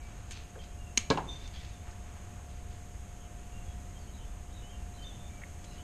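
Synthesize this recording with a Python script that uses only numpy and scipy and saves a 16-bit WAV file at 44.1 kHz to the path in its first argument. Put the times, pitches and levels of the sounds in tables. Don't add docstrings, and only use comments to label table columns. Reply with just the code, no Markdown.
import sys
import numpy as np
from scipy import signal
from scipy.fft import rfft, irfft
from scipy.io import wavfile
from scipy.ndimage import uniform_filter1d, minimum_filter1d

SR = 44100
rng = np.random.default_rng(int(sys.argv[2]) if len(sys.argv) > 2 else 0)


def store_wav(level_fs):
    pcm = np.round(np.clip(np.atleast_2d(level_fs), -1, 1) * 32767)
    wavfile.write(sys.argv[1], SR, pcm.T.astype(np.int16))


def ratio(d):
    e = np.asarray(d, float) / 20
    return 10 ** e


N = 257082
T = np.arange(N) / SR
CLIP_N = 22050


def unit(x):
    return x / np.sqrt(np.mean(x ** 2))


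def band(x, hz, width_hz):
    return signal.lfilter(*signal.iirpeak(hz, hz / width_hz, SR), x)


def body(x, peaks):
    return sum((-1) ** k * ratio(db) * band(x, hz, width_hz) for k, (hz, width_hz, db) in enumerate(peaks))


def ring(x, hz, t60_s):
    pole = np.exp(2j * np.pi * hz / SR - np.log(1000) / (t60_s * SR))
    return signal.lfilter([1], [1, -pole], x).imag


def add(out, start_s, x):
    i = int(start_s * SR)
    out[i:i + len(x)] += x[:N - i]


def fade(t60_s):
    return np.exp(-np.log(1000) * np.arange(CLIP_N) / SR / t60_s)


def burst_noise():
    return rng.standard_normal(CLIP_N)


def walk(rate_hz):
    hold = int(SR / rate_hz)
    steps = np.repeat(rng.standard_normal(N // hold + 1), hold)
    return unit(uniform_filter1d(uniform_filter1d(steps, hold), hold)[:N])


def spectrum(points, hz):
    point_hz, point_db = np.transpose(points)
    return ratio(np.interp(np.log(np.maximum(hz, 1)), np.log(point_hz), point_db))


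def strokes(rows, rise_db_s, fall_db_s):
    levels_db = []
    for start_s, hold_s, db in rows:
        before_s = np.maximum(start_s - T, 0)
        after_s = np.maximum(T - start_s - hold_s, 0)
        levels_db.append(db - rise_db_s * before_s - fall_db_s * after_s)
    return np.max(levels_db, axis=0)


def stick_slip(rows, breadth_hz):
    out = np.zeros(N)
    for start_s, length_s, from_hz, to_hz, db in rows:
        chance = rng.standard_normal((2, 12000))
        slip = signal.lfilter(*signal.butter(2, breadth_hz / 2, fs=SR), chance[0] + 1j * chance[1])[2000:]
        slip /= np.sqrt(np.mean(np.abs(slip) ** 2))
        grip = np.exp(-breadth_hz / 120) + min(breadth_hz / 110, 1) * slip
        u = np.clip(np.arange(10000) / SR / length_s, 0, 1)
        phase = 2 * np.pi * np.cumsum(from_hz + (to_hz - from_hz) * u) / SR
        add(out, start_s, ratio(db) * np.sin(np.pi * u) ** 0.25 * (grip * np.exp(1j * phase)).real)
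    return out


def air():
    # frequency in Hz, density in dB per Hz.
    air_curve = [(8, 0.5), (15, 0.5), (40, 5), (62, 5.5), (84, 4), (120, -5.5), (170, -10.5), (205, -10.5),
                 (240, -15), (480, -20.5), (900, -24), (1500, -27), (3000, -30), (16000, -25.5)]
    # centre in Hz, width in Hz, factor in dB against the hiss there.
    ridge_hz, ridge_width_hz, ridge_db = (6470, 165, 0.1)
    level_db = -44
    shape = spectrum(air_curve, np.fft.rfftfreq(N, 1 / SR))
    noise = unit(irfft(rfft(rng.standard_normal(N)) * shape, N))
    noise = noise + ratio(ridge_db) * band(noise, ridge_hz, ridge_width_hz)
    bass = signal.filtfilt(*signal.butter(2, 130, fs=SR), noise)
    return ratio(level_db) * (bass * ratio(0.5 * walk(3.95)) + (noise - bass) * ratio(0.22 * walk(5.3)))


def hum():
    # frequency in Hz, level in dB rms.
    motor_lines = [(188.4, -63.5), (592.2, -74), (710.6, -62.5), (829.0, -75)]
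    out = 0
    for hz, db in motor_lines:
        level = ratio(db + 2.0 + 0.83 * walk(6.0))
        out = out + level * np.sin(2 * np.pi * np.cumsum(hz + 0.37 * walk(1.99)) / SR)
    return out


def squeaks():
    # start in seconds, length in seconds, from Hz, to Hz, level in dB.
    squeak_rows = [(.0, 0.13, 2285, 2340, -63.5), (.77, 0.17, 2860, 2700, -62),
                   (3.52, 0.11, 2767, 2780, -62), (3.657, .072, 3370, 3300, -61),
                   (3.94, .065, 3200, 3150, -63), (4.07, .036, 3060, 3100, -60.5),
                   (4.137, 0.12, 924, 930, -64), (4.22, 0.077, 3500, 3470, -61),
                   (4.575, 0.15, 2860, 3100, -59.5), (4.67, .1, 3200, 3100, -61.5),
                   (4.72, .11, 2850, 2720, -60.5), (4.98, .069, 3110, 3080, -56.5),
                   (5.087, 0.045, 3550, 3330, -53), (5.29, 0.12, 2344, 2290, -62),
                   (5.69, 0.064, 2860, 2820, -68), (5.75, 0.066, 2880, 3060, -57.5),
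                   (5.777, .06, 3200, 3380, -60.5)]
    return stick_slip(squeak_rows, breadth_hz=65.4)


def rustle():
    # start in seconds, hold in seconds, level in dB.
    movements = [(0, 0.2, -65.5), (.33, .01, -49), (.62, 0.0092, -59), (1.32, 0.14, -56.5),
                 (1.545, 0.0087, -51), (1.62, 0.014, -50), (1.8, 0.37, -69), (2.52, .01, -60.5),
                 (2.72, .01, -61.5), (3.68, .03, -68), (5.68, .1, -64)]
    # centre in Hz, width in Hz, gain in dB.
    cloth_peaks = [(1320, 2000, -7), (2490, 390, 4), (3500, 1200, 2), (4670, 1030, 6), (6270, 470, -3)]
    unevenness_db = 1.8 * walk(60.0) + 2.5 * walk(400.0)
    grains = rng.standard_normal(N) * ratio(unevenness_db)
    return unit(body(grains, cloth_peaks)) * ratio(strokes(movements, rise_db_s=248, fall_db_s=133))


def hoses():
    # start in seconds, hold in seconds, level in dB.
    reaches = [
        (0, 0.2, -63),
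        (1.9, 0.41, -65.5),
    ]
    centre_hz, width_hz = 1000, 980
    brush = unit(band(rng.standard_normal(N) * ratio(3.4 * walk(40.3)), centre_hz, width_hz))
    return brush * ratio(strokes(reaches, rise_db_s=60, fall_db_s=60))


def ticks():
    # start in seconds, level in dB (the peak sits 6 dB above it), centre in Hz, width in Hz, decay
    # t60 in seconds.
    contacts = [(0.309, -38, 4520, 8950, 0.079), (.320, -38.5, 4550, 6000, 0.071),
                (0.552, -47.5, 477, 394, 0.21), (.554, -58, 1550, 250, 0.069), (.588, -58, 3200, 200, .4),
                (1.05, -53, 3000, 3950, 0.035), (1.173, -39, 2830, 905, 0.038),
                (1.175, -31, 866, 446, 0.16), (1.476, -43, 4250, 5000, .04), (1.91, -51, 5000, 3000, .083),
                (5.025, -53, 4500, 600, .096), (5.418, -50, 1970, 600, .04),
                (5.4357, -42, 2030, 505, 0.022), (1.512, -58, 4060, 4020, .03),
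                (5.642, -46, 4200, 6000, .06)]
    out = np.zeros(N)
    for start_s, db, hz, width_hz, t60_s in contacts:
        burst = burst_noise() * fade(t60_s)
        burst[0] = 2.8
        tick = band(band(burst, hz, width_hz), hz, width_hz)
        add(out, start_s, 2 * ratio(db) * tick / np.abs(tick).max())
    return out


def snip():
    # start in seconds, impact in dB, grit in dB, grit length in seconds.
    contacts = [
        (0.9712, -48, -41, 0.0046),
        (.9750, 3.5, -18.5, 0.0018),
        (0.9759, -32, -18, 0.0015),
        (.9780, -5, -19, 0.0014),
        (0.9789, -22.5, -29, 0.0014),
        (0.984, -33, -53, 0.004),
    ]
    # centre in Hz, width in Hz, gain in dB.
    cutter_peaks = [(220, 52, 6.5), (1000, 110, -6.5), (2230, 440, 5.5), (3050, 420, 6.5), (4100, 250, 13),
                    (5650, 310, 16.5), (6590, 280, 10.5), (8500, 980, 3.5), (11700, 2300, -9)]
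    # frequency in Hz, level in dB, decay t60 in seconds.
    jaw_modes = [(5560, -38, 0.08)]
    bursts, blow, spray = np.zeros(N), np.zeros(N), np.zeros(N)
    for k, (start_s, db, grit_db, length_s) in enumerate(contacts):
        grit = ratio(grit_db) * rng.standard_normal(600) * np.exp(-(np.arange(600) / SR / length_s) ** 2)
        grit[0] = (-1) ** k * ratio(db)
        add(bursts, start_s, grit)
    add(blow, contacts[1][0], np.ones(1))
    jaws = sum(ratio(db) * ring(blow, hz, t60_s) for hz, db, t60_s in jaw_modes)
    offcut = unit(band(burst_noise(), 3600, 3300))
    add(spray, contacts[3][0], ratio(-36.5) * fade(0.2) * offcut)
    return spray + body(bursts, cutter_peaks) + jaws


def tool_drop():
    # start in seconds, blow in dB, crack in dB, favoured frequency in Hz, spread in octaves.
    blows = [
        (1.1015, -12, -21, 304, 1.12),
        (1.1082, -21, -55, 713, 1.8),
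        (1.113, -23.5, -52, 350, 0.58),
        (1.1208, -38, -39, 505, 1.3),
        (1.1738, -29.5, -41, 690, 0.66),
        (1.178, -37, -55, 1000, 0.25),
        (1.202, -44, -66, 890, 0.36),
    ]
    # frequency in Hz, level in dB, decay t60 in seconds.
    drop_modes = [(137.3, -11, 0.47), (162, -5, 0.38), (200, 0.5, 0.062), (273, -4.5, 0.065),
                  (300, -3, 0.073), (440, -0.5, 0.1), (554, -3.5, 0.08), (600, -20, 0.13),
                  (691, -9, 0.095), (820, -35, 0.1), (938, 5, 0.044), (931, 0, 0.12), (1000, -3, 0.083),
                  (1095, 3, 0.065), (1330, 2, 0.036), (1350, -14, .06), (1535, -2.5, 0.094),
                  (1673, 3, 0.11), (1920, -16, 0.081), (2335, 0, 0.098), (2540, -20, 0.056),
                  (2980, -16, .08), (3990, -17, .04), (4730, -13, .05)]
    all_modes = drop_modes
    out, t = np.zeros(N), np.arange(CLIP_N) / SR
    for j, (start_s, db, crack_db, spot_hz, spread_oct) in enumerate(blows):
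        push_s = 0.34 / spot_hz
        push = np.exp(-((t - 2 * push_s) / (0.17 * push_s)) ** 2)
        push /= push.sum()
        chance = rng.standard_normal((len(all_modes), 2))
        modes = 0
        for k, ((hz, mode_db, t60_s), (a, b)) in enumerate(zip(all_modes, chance)):
            reach_db = -6.0 * (np.log2(hz / spot_hz) / spread_oct) ** 2
            sign = (-1) ** (j * k)
            modes = modes + sign * ratio(mode_db + reach_db + 2 * a) * ring(push, hz * (1 + 0.011 * b), t60_s)
        crack = unit(band(band(burst_noise(), 4240, 1200), 3970, 2000))
        crack *= fade(0.044) + ratio(-14) * fade(0.14)
        rattle = unit(band(burst_noise(), 0.98 * spot_hz, 0.5 * spot_hz))
        rattle *= (fade(0.24) + ratio(-11) * fade(0.69)) * (1 - fade(0.0041))
        add(out, start_s, ratio(db - 8.5) * modes + ratio(db - 19.5) * rattle + ratio(crack_db) * crack)
    return signal.lfilter(*signal.butter(2, 125, "high", fs=SR), out)


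def jaw_rub():
    # start in seconds, hold in seconds, level in dB.
    rubs = [
        (1.288, 0.045, -48),
        (1.356, .012, -50.5),
        (1.405, 0.0089, -54.5),
        (1.45, 0.019, -52.5),
        (1.735, 0.017, -54.5),
        (1.8, .015, -58),
        (5.045, 0.052, -51.5),
        (5.125, 0.026, -55.5),
        (5.19, 0.092, -57.5),
    ]
    # frequency in Hz, width in Hz, level in dB, extra fall in dB per dB of softer rubbing.
    rub_modes = [(3585, 160, 7, 1), (6055, 110, -4, 1.2)]
    db = strokes(rubs, rise_db_s=700, fall_db_s=400)
    sag_hz = 3.5 * np.clip(db + 50.5, -15, 0)
    out = 0
    for hz, width_hz, mode_db, fall in rub_modes:
        rough = unit(band(band(rng.standard_normal(N), hz, width_hz), hz, 2 * width_hz))
        tone = 1.15 * np.sin(2 * np.pi * np.cumsum(hz + sag_hz) / SR) + 0.55 * rough
        out = out + ratio(db + mode_db + fall * (db + 45.5)) * tone
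    return out


def chafes():
    # start in seconds, length in seconds, from Hz, to Hz, level in dB.
    chafe_rows = [
        (1.54, .083, 3270, 3500, -50.5),
        (3.212, 0.062, 3140, 2970, -63),
        (3.99, .077, 4800, 4300, -58),
        (4.128, 0.063, 3900, 3770, -59),
        (4.183, 0.075, 3170, 3000, -60.5),
        (4.52, 0.108, 3810, 3670, -57),
        (4.938, 0.058, 3960, 3960, -58),
        (5.04, 0.16, 3120, 3130, -65),
        (5.646, 0.12, 4100, 4040, -59),
        (5.7, .07, 5250, 5250, -61),
    ]
    return stick_slip(chafe_rows, breadth_hz=282)


def room(x):
    first_s = 0.00048
    noise = burst_noise()
    low = signal.lfilter(*signal.butter(1, 1500, fs=SR), noise)
    tail = low * fade(0.69) + (noise - low) * fade(0.24)
    tail *= np.clip(np.arange(CLIP_N) / SR / first_s - 1, 0, 1)
    return signal.fftconvolve(x, tail / np.sqrt(np.sum(tail ** 2)))[:N]


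def scene():
    background = air() + hum()
    small = squeaks() + rustle() + hoses() + jaw_rub() + chafes()
    tick, cut, fall = ticks(), snip(), tool_drop()
    echo = room(ratio(-19.5) * tick + ratio(-16) * cut + ratio(-16) * fall + ratio(-6) * small)
    gain_db = -0.78 + 0.26 * T
    return (tick + cut + fall + small + echo + ratio(gain_db) * background)[None]


def microphone(x):
    # frequency in Hz, gain in dB.
    housing = [(3000, 1), (3600, -4), (4600, -8), (5900, -6.5), (6550, 2.5), (7000, -0.5), (9000, -6.5),
               (9900, -12), (10300, -14.5), (11700, -13), (12500, -14.5), (13500, -21), (14300, -21),
               (15000, -36)]
    cepstrum = irfft(np.log(spectrum(housing, np.fft.rfftfreq(1024, 1 / SR))))
    cepstrum[1:512] *= 2
    cepstrum[513:] = 0
    return signal.fftconvolve(x, irfft(np.exp(rfft(cepstrum)))[None, :512])[:, :N]


def starve(x):
    # frequency in Hz, share of moments dropped.
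    holes = [(3300, 0), (4500, .07), (5600, .02), (6200, 0), (9800, 0), (10300, .25), (10900, .06),
             (12500, .08), (13500, .3), (14500, .65), (15000, .9)]
    hz, _, z = signal.stft(x[0], SR, nperseg=2048)
    power = uniform_filter1d(np.abs(z) ** 2, size=6, axis=0)
    rank = power.argsort(axis=1).argsort(axis=1) / power.shape[1]
    dropped = rank < np.interp(hz, *np.transpose(holes))[:, None]
    kept = minimum_filter1d(1. - dropped, size=3, axis=0)
    return signal.istft(z * kept, SR, nperseg=2048)[1][None, :N]


def band_limit(x):
    return signal.sosfilt(signal.butter(12, 14960, fs=SR, output="sos"), x)


def record(dry):
    mix = starve(microphone(dry))
    return band_limit(mix)


dry = scene()
out = record(dry)
store_wav(out)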